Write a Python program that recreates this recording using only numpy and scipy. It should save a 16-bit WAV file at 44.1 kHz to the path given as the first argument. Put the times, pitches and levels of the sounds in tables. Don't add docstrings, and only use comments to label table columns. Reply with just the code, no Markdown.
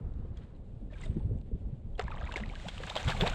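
import sys
import numpy as np
from scipy import signal
from scipy.fft import rfft, irfft
from scipy.io import wavfile
from scipy.ndimage import uniform_filter1d

SR = 44100
rng = np.random.default_rng(int(sys.argv[2]) if len(sys.argv) > 2 else 0)


def waveform_to_disk(signal):
    frames = np.transpose(np.atleast_2d(signal))
    scaled = np.clip(frames, -1, 1) * 32767
    samples = np.round(scaled).astype(np.int16)
    wavfile.write(sys.argv[1], SR, samples)


def invert_db(level):
    return 10 ** (np.asarray(level, dtype=float) / 20)


N = 147294

# start_s, level_db
RIPPLE_LEVEL = [
    (0, -68),
    (.28, -70),
    (.56, -71.5),
]
# start_s, level_db
WIND_LEVEL = [(0, -37), (.2, -37.5), (.5, -44.5), (1.03, -41.5), (1.12, -35.5), (1.33, -35), (1.45, -41),
              (1.75, -41.5), (2.2, -40), (2.72, -43.5), (3.0, -44.5), (3.1, -35.5), (3.34, -36)]
# frequency_hz, level_db
WIND_SPECTRUM = [(12, -38.5), (22, 5), (70, -1), (190, -12.5), (300, -22.5), (550, -27.5), (2200, -62),
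                 (5000, -120)]
# start_s, peak_db, pitch_hz
EDDIES = [(1.091, -25, 79), (1.161, -25.5, 187), (1.247, -24, 92), (1.31, -27, 100), (1.527, -26.5, 57.5),
          (0.149, -36, 62), (.239, -45.5, 155), (0.248, -43, 452), (1.09, -34, 186), (1.165, -30.5, 334),
          (1.31, -37.5, 453), (1.514, -38.5, 438), (1.516, -37, 230), (1.545, -34.5, 183),
          (1.551, -42, 400), (1.671, -43, 174), (1.847, -32, 94.4), (2.841, -39, 162), (3.07, -24, 136),
          (1.652, -30, 58), (1.727, -28, 134.5), (2.034, -29.5, 54), (2.228, -28.5, 62.6),
          (2.471, -32.5, 81), (2.661, -32.5, 172), (3.05, -25.5, 72.7), (3.221, -21.5, 172)]
# start_s, rustle_db
FIRST_PULL = [
    (.3, -99),
    (.37, -65.5),
    (.44, -69.5),
    (.58, -87),
]
# start_s, rustle_db
SECOND_PULL = [
    (.89, -81),
    (.94, -64),
    (1.0, -61),
    (1.045, -56.5),
    (1.1, -64.5),
    (1.22, -71),
    (1.42, -109.5),
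]
# frequency_hz, level_db
RUSTLE_SPECTRUM = [(500, -18), (800, -4), (2000, -5.5), (3700, -8), (5700, -23.5), (7700, -19.5),
                   (9300, -24.5), (11000, -59.5)]
# start_s, peak_db, pitch_hz
LINE_TICKS = [(0.372, -54.5, 3310), (0.55, -69, 4120), (.902, -62.5, 1790), (0.924, -49.5, 603),
              (1.06, -46, 635), (0.939, -53, 2340), (0.955, -54, 1620), (1.014, -48.5, 7400),
              (1.034, -44.5, 2040), (1.059, -52, 3680), (1.203, -53.5, 850), (1.953, -57, 3250)]
# start_s, peak_db, pitch_hz
LANDINGS = [(.138, -62, 3600), (0.372, -56, 6500), (0.375, -54.5, 4800), (.966, -66, 6500),
            (1.012, -59, 6200), (1.031, -55, 5600), (1.039, -47, 7600), (1.053, -51, 7200),
            (1.144, -67, 5800), (1.195, -60, 3500), (1.376, -68, 6300), (1.387, -62, 7600),
            (1.414, -58, 3900), (2.019, -51, 7400), (2.023, -49, 6200), (2.039, -52, 7300),
            (2.041, -50, 4300), (2.078, -68, 4000), (2.106, -61, 5800), (2.115, -58, 8000),
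            (2.116, -51, 3600), (2.211, -53, 6800), (2.234, -61, 3800), (2.254, -50, 7000),
            (2.341, -45.5, 7100), (2.425, -59, 6500), (2.46, -45, 3800), (2.492, -43, 3700),
            (2.507, -57, 5500), (2.554, -38.5, 3000), (2.599, -41.5, 1950), (2.68, -44, 5500),
            (2.78, -36, 2800), (2.867, -40, 7200), (2.955, -29, 3700), (2.966, -25.5, 3600),
            (3.006, -35.5, 3600), (3.03, -36, 6200), (3.048, -40, 7000), (3.087, -25, 3100),
            (3.269, -36, 3500), (3.276, -23, 3800), (3.298, -36, 7000)]
# start_s, bubbling_db, fine_spray_db
AGITATION = [
    (1.978, -48.5, -67),
    (2.06, -58.5, -71),
    (2.15, -54, -73),
    (2.38, -54.5, -58.5),
    (2.47, -59, -64.5),
    (2.62, -62, -56),
    (2.85, -59.5, -53.5),
    (3.1, -48, -48.5),
    (3.34, -47, -48.5),
]
# frequency_hz, level_db
SPRAY_SPECTRUM = [(280, -21.5), (480, -8), (3700, -12), (4600, -22), (5800, -28.5), (7600, -26.5),
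                  (9300, -39.5), (11500, -58)]
# start_s, peak_db, pitch_hz
TRAPPED_BUBBLES = [(1.992, -29.5, 453), (1.994, -28.5, 771), (2.081, -36.5, 1740), (2.081, -47, 1060),
                   (2.105, -36, 915), (2.115, -41, 2560), (2.119, -37.5, 1343), (2.14, -43, 1100),
                   (2.212, -53, 3620), (2.212, -40.5, 1660), (2.274, -41, 2500), (2.291, -35.5, 1010),
                   (2.34, -37, 2850), (2.34, -36, 945), (2.359, -26.5, 2204), (2.377, -34.5, 1750),
                   (2.498, -40.5, 2340), (2.436, -34, 2010), (2.802, -37.5, 510), (2.901, -29.5, 3800),
                   (2.96, -30.5, 633), (2.974, -28, 3300), (3.093, -29.5, 1170), (3.121, -28.5, 1670),
                   (3.21, -21, 3560), (3.235, -26.5, 825), (3.273, -31, 1024), (3.333, -35, 1500),
                   (2.015, -41, 1010), (2.08, -38, 1000), (2.23, -41.5, 556), (2.376, -43.5, 810),
                   (2.055, -50.5, 2310), (2.126, -40, 1230), (2.161, -46, 1200), (2.221, -39.5, 1285),
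                   (2.272, -40.5, 2030), (2.314, -38, 1605), (2.536, -44, 1160), (2.558, -40, 1660),
                   (2.69, -35.5, 3380), (2.777, -45.5, 1220), (2.837, -38.5, 1680), (2.871, -40, 1580),
                   (2.873, -41, 2720), (2.973, -41, 640), (3.08, -38, 960)]
# start_s, peak_db, start_hz, end_hz, length_s
AIR_POCKETS = [
    (2.359, -34.5, 265, 573, 0.015),
    (2.397, -38.5, 473, 850, 0.0069),
    (2.401, -34.5, 194, 226, 0.048),
    (2.505, -46.5, 642, 950, 0.026),
    (2.643, -39.5, 458, 887, 0.028),
    (2.898, -36.5, 488, 1156, 0.0219),
    (3.212, -28, 328, 497, 0.0387),
    (3.233, -30.5, 486, 814, 0.034),
]
# start_s, peak_db, burst_length_s, brightness_db
BODY_SLAPS = [(1.994, -14, 0.0079, -0.5), (2.011, -37, 0.0069, -15), (2.321, -22, 0.0069, 7.5),
              (2.359, -23.5, 0.028, 10.5), (2.4, -27, 0.012, -1), (2.683, -37.5, 0.017, 24),
              (2.832, -24.5, 0.02, 4), (2.874, -25.5, 0.017, 1.5), (2.895, -37.5, 0.012, 29),
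              (2.955, -16.5, 0.036, 3), (2.979, -27, 0.012, 11.5), (2.994, -29.5, 0.029, 16.5),
              (3.076, -15.5, 0.03, 4), (3.093, -13.5, 0.028, 5), (3.111, -34, 0.017, 19),
              (3.204, -13.5, 0.036, 0), (3.259, -14.5, 0.034, -2), (3.269, -19, 0.014, -2),
              (3.297, -22, 0.0087, 14.5)]


def rms_one(x):
    return x / np.sqrt(np.mean(x ** 2) + 1e-20)


def level(rows, axis=1):
    times = [row[0] for row in rows]
    db = [row[axis] for row in rows]
    return invert_db(np.interp(np.arange(N) / SR, times, db, left=-120, right=-120))


def butterworth(x, order, hz, kind="band"):
    return signal.sosfilt(signal.butter(order, hz, kind, fs=SR, output="sos"), x)


def drift(rate):
    pole = np.exp(-80 * np.pi * rate / SR)
    noise = rng.standard_normal(N // 40 + 2002)
    slow = signal.lfilter([1], [1, -2 * pole, pole * pole], noise)[2000:]
    return np.interp(np.arange(N) / 40, np.arange(len(slow)), rms_one(slow))


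def colour(x, spectrum, tilt=0):
    hz, db = np.transpose(spectrum)
    grid = np.log(np.maximum(np.fft.rfftfreq(8192, 1 / SR), 5))
    gain_db = np.interp(grid, np.log(hz), db) + tilt * (grid - np.log(2000))
    cepstrum = irfft(gain_db * np.log(10) / 20)
    cepstrum[1:4096] *= 2
    cepstrum[4097:] = 0
    response = irfft(np.exp(rfft(cepstrum)))
    return signal.fftconvolve(x, response / np.sqrt(np.sum(response ** 2)))[:N]


def patchy(x, low_hz, patchy_db, rate, count=8):
    out, shared = 0, drift(rate)
    for k in range(count):
        edges = [low_hz * 2 ** k, min(low_hz * 2 ** (k + 1), 20000)]
        flicker_db = patchy_db * (0.94 * shared + drift(rate * 1.16))
        out = out + butterworth(x, 2, edges) * invert_db(flicker_db) * (-1) ** k
    return rms_one(out)


def add(out, s, x):
    i = int(s * SR)
    out[i:i + len(x)] += x[:max(N - i, 0)]


def chirp(hz, end_hz, length, attack, fade_db):
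    u = np.arange(max(int(length * SR * 1.5), 8)) / (length * SR)
    pitch = hz * (end_hz / hz) ** np.minimum(u, 1.2)
    rise = np.minimum(u / np.clip(attack, .01, 1), 1)
    end_taper = np.minimum((1.5 - u) * 4, 1)
    swell = rise * invert_db(-fade_db * u ** 2) * end_taper
    return swell * np.sin(2 * np.pi * np.cumsum(pitch) / SR)


def open_air():
    hiss = colour(rng.standard_normal(N), RUSTLE_SPECTRUM, tilt=2.5)
    return invert_db(-79) * patchy(hiss, 700, 1.2, 12, count=5)


def ripples():
    return level(RIPPLE_LEVEL) * rms_one(butterworth(rng.standard_normal(N), 2, (400, 1300)))


def wind():
    lump_db, lumps_per_s, split_hz = 1.3, 9, 392
    rumble = patchy(colour(rng.standard_normal(N), WIND_SPECTRUM), 13.3, lump_db, lumps_per_s)
    low = butterworth(rumble, 2, split_hz, "low")
    top = butterworth(rumble, 2, split_hz, "high")
    gusts = level(WIND_LEVEL)
    out = gusts * low - invert_db(-23.5) * gusts ** .45 * top

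    eddy_s, rough_db = 0.039, -14
    rough = rms_one(butterworth(rng.standard_normal(N), 4, [90, 254.5]))
    swell = np.zeros(N)
    for s, db, hz in EDDIES:
        length = eddy_s * (70 / hz) ** 0.64
        add(out, s, invert_db(db + 1.5) * chirp(hz * 0.81, hz * 1.22, length, 0.21, 20))
        add(swell, s, invert_db(db + rough_db) * np.hanning(int(eddy_s * 0.93 * SR)))
    return out + swell * rough


def line():
    pull = level(FIRST_PULL) + level(SECOND_PULL)
    body, top = rng.standard_normal((2, N))
    out = pull * patchy(colour(body, RUSTLE_SPECTRUM, tilt=-2.5), 500, 3, 35, count=4)
    out += pull ** 1.85 * invert_db(43) * rms_one(colour(top, RUSTLE_SPECTRUM, tilt=6.2))

    sizzle_s, sizzle_db, fade_db_per_s = 1.0, -74.5, 54
    since = np.arange(N) / SR - sizzle_s
    film = rms_one(butterworth(top, 3, (8000, 8280)))
    out += (since > 0) * invert_db(sizzle_db - fade_db_per_s * np.abs(since)) * film

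    tick_s, crack_db = 0.01, -12
    cracks = np.zeros(N)
    for s, db, hz in LINE_TICKS:
        length = tick_s * min(2000 / hz, 1.2) ** 1.35
        add(out, s, invert_db(db) * chirp(hz, hz * 0.99, length, 0.092, 6.8))
        add(cracks, s, invert_db(db + crack_db) * rng.standard_normal(100) * invert_db(-.12 * np.arange(100)))
    return out + colour(cracks, RUSTLE_SPECTRUM, tilt=4.5)


def droplets():
    ring_s, snap_db, snap_s = .0018, -6, .003
    out, snaps = np.zeros((2, N))
    fade = invert_db(-20 * np.arange(300) / (snap_s * SR))
    for s, db, hz in LANDINGS:
        add(out, s, invert_db(db) * chirp(hz, hz * 1.006, ring_s * (4000 / hz) ** 0.66, 0.29, 16))
        add(snaps, s, invert_db(db + snap_db) * fade * rng.standard_normal(300))
    return out + colour(snaps, SPRAY_SPECTRUM, tilt=5.9)


def spray():
    wash = patchy(colour(rng.standard_normal(N), SPRAY_SPECTRUM, tilt=-7.5), 376, 1.7, 26, count=6)
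    hiss = patchy(colour(rng.standard_normal(N), SPRAY_SPECTRUM, tilt=4.5), 636, 1.0, 24, count=5)
    count, drops_per_s, spread_db, cycles = 1400, 1000, 3.5, 5.5
    drops = np.zeros(N)
    for when, pitch, energy, glide, ring in rng.random((count, 5)):
        s = AGITATION[0][0] + when * count / drops_per_s
        hz = 600 * 15 ** (pitch ** 1.642)
        size_db = min(-spread_db * np.log(max(energy, 1e-3)), 11)
        length = cycles * (0.4 + 0.94 * ring ** 2) / hz
        if s * SR < N:
            drop = chirp(hz, hz * (0.716 + .5 * glide), length, 0.018, 4.3)
            add(drops, s, invert_db(size_db) * hz ** .5 * drop)
    patter = rms_one(colour(drops, SPRAY_SPECTRUM))
    bubbling = invert_db(-6.5) * wash + invert_db(-1) * patter
    return level(AGITATION) * bubbling + level(AGITATION, axis=2) * hiss


def bubbles():
    out = np.zeros(N)
    for s, db, hz in TRAPPED_BUBBLES:
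        cycles = 8.9 * (hz / 1000) ** 0.46
        add(out, s, invert_db(db) * chirp(hz, hz * 0.94, cycles / hz, .08, 18.5))
    for s, db, hz, end_hz, length in AIR_POCKETS:
        add(out, s, invert_db(db) * chirp(hz, end_hz, length, 0.43, 8.5))
    return out


def slaps():
    attack_share, noise_db, crack_db, froth_db = 0.26, -12.5, -11.5, -14.5
    dull, bright, froth = np.zeros((3, N))
    t = np.arange(4000) / SR
    for s, db, length, bright_db in BODY_SLAPS:
        length = max(length, .001)
        shape = np.minimum(t / (attack_share * length), 1) * invert_db(-20 * t / length)
        grains = np.repeat(rng.exponential(1, (2, 100)), 40, axis=1) ** .5
        grit = rng.standard_normal((2, 4000)) * grains
        crack = invert_db(db + crack_db + 6.0) * (t == t[40])
        burst = invert_db(db + noise_db) * shape * grit + crack
        add(dull, s, burst[0] * invert_db(-bright_db))
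        add(bright, s, burst[1] * invert_db(bright_db - 9.5))
        for when, pitch, glide in rng.random((7, 3)):
            hz = 700 * 6 ** pitch
            gain = invert_db(db + froth_db - 10 * when - abs(bright_db))
            bubble = chirp(hz, hz * (0.91 + 0.08 * glide), 9 / hz, 0.032, 40)
            add(froth, s + when * length * 1.1, gain * bubble)
    return colour(dull, SPRAY_SPECTRUM, tilt=-4.5) + colour(bright, SPRAY_SPECTRUM, tilt=2.8) + froth


def mist(fish):
    power = uniform_filter1d(np.diff(fish, prepend=0) ** 2, int(0.035 * SR))
    loud = np.sqrt(power + 1e-14)
    top = butterworth(rng.standard_normal(N) * invert_db(2 * drift(80)), 4, (10800, 14500))
    return invert_db(52) * loud * level(AGITATION, axis=2) ** 1.48 * top


def scene():
    background = open_air() + ripples() + wind()
    fish = spray() + bubbles() + slaps()
    return (background + line() + droplets() + fish + mist(fish))[None]


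def band_limit(x):
    return signal.sosfilt(signal.butter(12, 15700, fs=SR, output="sos"), x)


def record(dry):
    return band_limit(dry)


dry = scene()
out = record(dry)
waveform_to_disk(out)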